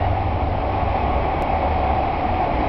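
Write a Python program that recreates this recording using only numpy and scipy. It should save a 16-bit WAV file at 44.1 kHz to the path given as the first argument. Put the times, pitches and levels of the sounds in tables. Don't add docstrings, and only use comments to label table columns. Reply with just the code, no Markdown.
import sys
import numpy as np
from scipy import signal
from scipy.fft import rfft, irfft, next_fast_len
from scipy.io import wavfile
from scipy.ndimage import uniform_filter1d, map_coordinates

SR = 44100
rng = np.random.default_rng(int(sys.argv[2]) if len(sys.argv) > 2 else 0)


def transcribe(u):
    v = np.clip(np.atleast_2d(u).T, -1, 1)
    q = np.round(v * 32767).astype(np.int16)
    wavfile.write(sys.argv[1], SR, q)


def boost(x):
    u = np.asarray(x, float) / 20
    return 10 ** u


N = 118188

# (time [s], level [dB])
ROLLING_EFFORT = [
    (0, -25),
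    (.25, -26.5),
    (.6, -26),
    (1.0, -22.5),
    (1.35, -23.5),
    (1.55, -23),
    (1.75, -22.5),
    (2.2, -23),
    (2.68, -21.5),
]


def unit(x):
    return x / np.sqrt(np.mean(x ** 2) + 1e-20)


def along(points, hz):
    f, v = np.transpose(points)
    return np.interp(np.log(hz + 1), np.log(f + 1), v)


def curves(rows):
    s, *columns = np.transpose(rows)
    t = np.arange(N) / SR
    return [np.interp(t, s, column) for column in columns]


def wobble(rate):
    knots = rng.standard_normal(int(N * rate / SR) + 4)
    return map_coordinates(knots, [np.arange(N) * rate / SR])


def filtered(x, response):
    m = next_fast_len(N + SR // 2)
    spectrum = rfft(x, m) * response(np.fft.rfftfreq(m, 1 / SR))
    return irfft(spectrum, m)[..., :N]


def patchy(patchy_db):
    z = signal.stft(rng.standard_normal(N), nperseg=1024)[2]
    field = uniform_filter1d(rng.standard_normal(z.shape), size=6, axis=0)
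    field = uniform_filter1d(field, size=8, axis=1)
    return signal.istft(z * boost(patchy_db * unit(field)), nperseg=1024)[1][:N]


def coloured(spectrum, patchy_db):
    return unit(filtered(patchy(patchy_db), lambda hz: boost(along(spectrum, hz))))


def ringing(modes, patchy_db):
    def gain(f):
        power = 0
        for centre, width, db in modes:
            damping = (f * width) ** 2
            power = power + (boost(db) * damping / ((centre * centre - f * f) ** 2 + damping)) ** 2
        return np.sqrt(power)
    return unit(filtered(patchy(patchy_db), gain))


def narrow(hz, width_hz):
    steady = 0.6
    a, b = filtered(rng.standard_normal((2, N)), lambda f: 1 / (1 + (f / width_hz) ** 2))
    drift = (a + 1j * b) / np.abs(a + 1j * b) ** steady
    turn = 2 * np.pi * np.cumsum(hz * np.ones(N)) / SR
    return unit(np.real(drift * np.exp(1j * turn)))


def rolling():
    # (centre [Hz], width [Hz], level [dB])
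    body_modes = [(147.7, 19, -8), (297.3, 48, -9), (340, 23, -11.5), (422, 51, -13.5), (552, 59, -7.5),
                  (710, 160, -4), (765, 110, -1.5), (851, 70, -5), (1023, 42, -16), (1088, 170, -13.5),
                  (1237, 63, -17)]
    # (frequency [Hz], density [dB per Hz])
    body_bed = [(88, -40.5), (150, -10.5), (309, -6), (473, -9.5), (754, -4), (956, -10.5), (1600, -31),
                (2080, -61), (3520, -120)]
    # (frequency [Hz], density [dB per Hz])
    air_hiss = [(760, -21), (1300, -3.5), (1580, -3.5), (2210, 0), (2950, -7.5), (3500, -12.5),
                (4300, -18.5), (5200, -22)]
    # (centre [Hz], width [Hz], level [dB])
    wheel_modes = [(1966, 130, -5), (2222, 360, -1), (2526, 120, -2), (3236, 120, -10), (4035, 130, -16),
                   (4850, 10, -20.5), (4800, 10, -26)]
    body_db, bed_db, air_db, wheel_db = -0.6, -2.5, -13.5, -19
    low_grows, air_grows, wheel_grows = 0.7, 0.54, 2.1

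    effort_db, = curves(ROLLING_EFFORT)
    mean_db = effort_db.mean()
    swing_db = effort_db - mean_db
    roar = boost(body_db) * ringing(body_modes, patchy_db=0.5)
    roar += boost(bed_db) * coloured(body_bed, patchy_db=1.35)
    roar *= boost(low_grows * swing_db)
    air = boost(air_db + air_grows * swing_db + 0.51 * wobble(30)) * coloured(air_hiss, patchy_db=1.0)
    wheels = boost(wheel_db + wheel_grows * swing_db) * ringing(wheel_modes, patchy_db=0.44)
    return boost(mean_db - 0.43) * (roar + air + wheels)


def boom():
    # (time [s], level [dB], centre [Hz])
    floor_mode = [(0, -29.5, 72.05), (.2, -32, 76.25), (.42, -26.5, 76.16), (.6, -31.5, 74.15),
                  (.9, -29, 70.3), (1.15, -23.5, 67.43), (1.33, -26.5, 65.76), (1.5, -29.5, 79.5),
                  (1.75, -25.5, 71.7), (1.95, -26, 66.52), (2.15, -33, 79.17), (2.35, -25.5, 79.4),
                  (2.48, -42, 65.9), (2.62, -24, 56.4)]
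    # (frequency [Hz], density [dB per Hz])
    floor_rumble = [(8.8, -39), (15, -2), (70, -3.5), (89, -7.5), (103, -4.5), (151, -16), (200, -21),
                    (260, -56.5), (440, -120)]
    level_db, hz = curves(floor_mode)
    mode = boost(level_db + 0.5) * narrow(hz, width_hz=6.9)
    return mode + boost(-28) * coloured(floor_rumble, patchy_db=0.5)


def rail():
    # (time [s], centre [Hz])
    song_pitch = [(0, 742), (.12, 789.6), (.3, 727.5), (.55, 750), (.78, 790), (1.05, 765), (1.22, 726),
                  (1.4, 785.8), (1.6, 750), (1.95, 746.6), (2.15, 791), (2.3, 718), (2.5, 790.5),
                  (2.68, 804)]
    effort_db, = curves(ROLLING_EFFORT)
    pitch_hz, = curves(song_pitch)
    return boost(effort_db - 12) * narrow(pitch_hz, width_hz=7)


def hum():
    # (time [s], pitch [Hz], level [dB])
    motor_tone = [
        (0, 94.7, -24),
        (.2, 96.2, -25.5),
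        (.5, 96.55, -28),
        (.75, 96.5, -30.5),
        (.92, 97.4, -29),
    ]
    fade_db_per_s, shake_db = 39.5, -0.9
    hz, level_db = curves(motor_tone)
    after_s = np.maximum(np.arange(N) / SR - motor_tone[-1][0], 0)
    level_db = level_db - fade_db_per_s * after_s + shake_db * wobble(41)
    return np.sqrt(2) * boost(level_db) * np.sin(2 * np.pi * np.cumsum(hz) / SR)


def flange_squeal():
    # (multiple of the fundamental [1], level [dB])
    squeal_orders = [(2, 0), (3, -5)]
    start_hz, rise_hz_per_s, level_db, ends_s = 923, 500, -43, 0.08
    t = np.arange(N) / SR
    hz = start_hz + rise_hz_per_s * t + 12 * wobble(60)
    turn = 2 * np.pi * np.cumsum(hz) / SR
    tone = sum(boost(db) * np.sin(k * turn) for k, db in squeal_orders)
    return boost(level_db + 2.56 * wobble(50)) * tone * np.exp(-(t / ends_s) ** 4)


def panels():
    # (middle [s], half length [s], pitch [Hz], level [dB])
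    panel_swells = [
        (.92, .13, 552, -34),
        (1.6, 0.17, 560, -32.5),
        (1.1, 0.62, 1110, -41.5),
        (0.77, 0.26, 297, -40.5),
        (2.58, 0.084, 268, -33.5),
        (2.58, .1, 305, -36.5),
    ]
    t = np.arange(N) / SR
    mix = boost(-42) * narrow(238, width_hz=2.5)
    for middle_s, half_s, hz, db in panel_swells:
        swell = np.exp(-((t - middle_s) / half_s) ** 2)
        mix = mix + boost(db) * swell * narrow(hz, width_hz=9)
    return mix


def scene():
    return (rolling() + boom() + rail() + hum() + flange_squeal() + panels())[None]


def low_pass(x):
    return signal.sosfilt(signal.butter(12, 15900, fs=SR, output="sos"), x)


def record(dry):
    # (frequency [Hz], gain [dB])
    mic_response = [(5200, 0), (5500, -4.5), (5750, -10.5), (5950, -18), (6150, -28), (6250, -36),
                    (6400, -90)]
    ceiling, knee, offset = 0.53, 2.5, -0.0038
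    start_s, skip_s, skip_db, skip_heal_s = 0.002, 1.42329, -23.5, 0.0006
    t = np.arange(N) / SR
    held = dry / (1 + np.abs(dry / ceiling) ** knee) ** (1 / knee)
    held = held * np.minimum(t / start_s, 1)

    edge = SR // 10
    mirrored = np.pad(held, ((0, 0), (edge, edge)), mode="reflect")
    hz = np.fft.rfftfreq(mirrored.shape[1], 1 / SR)
    dull = irfft(rfft(mirrored) * boost(along(mic_response, hz)), mirrored.shape[1])[:, edge:-edge]

    from_skip = t - skip_s
    step = -boost(skip_db) * np.sign(from_skip) * np.exp(-np.abs(from_skip) / skip_heal_s)
    return low_pass(dull + offset + step)


dry = scene()
out = record(dry)
transcribe(out)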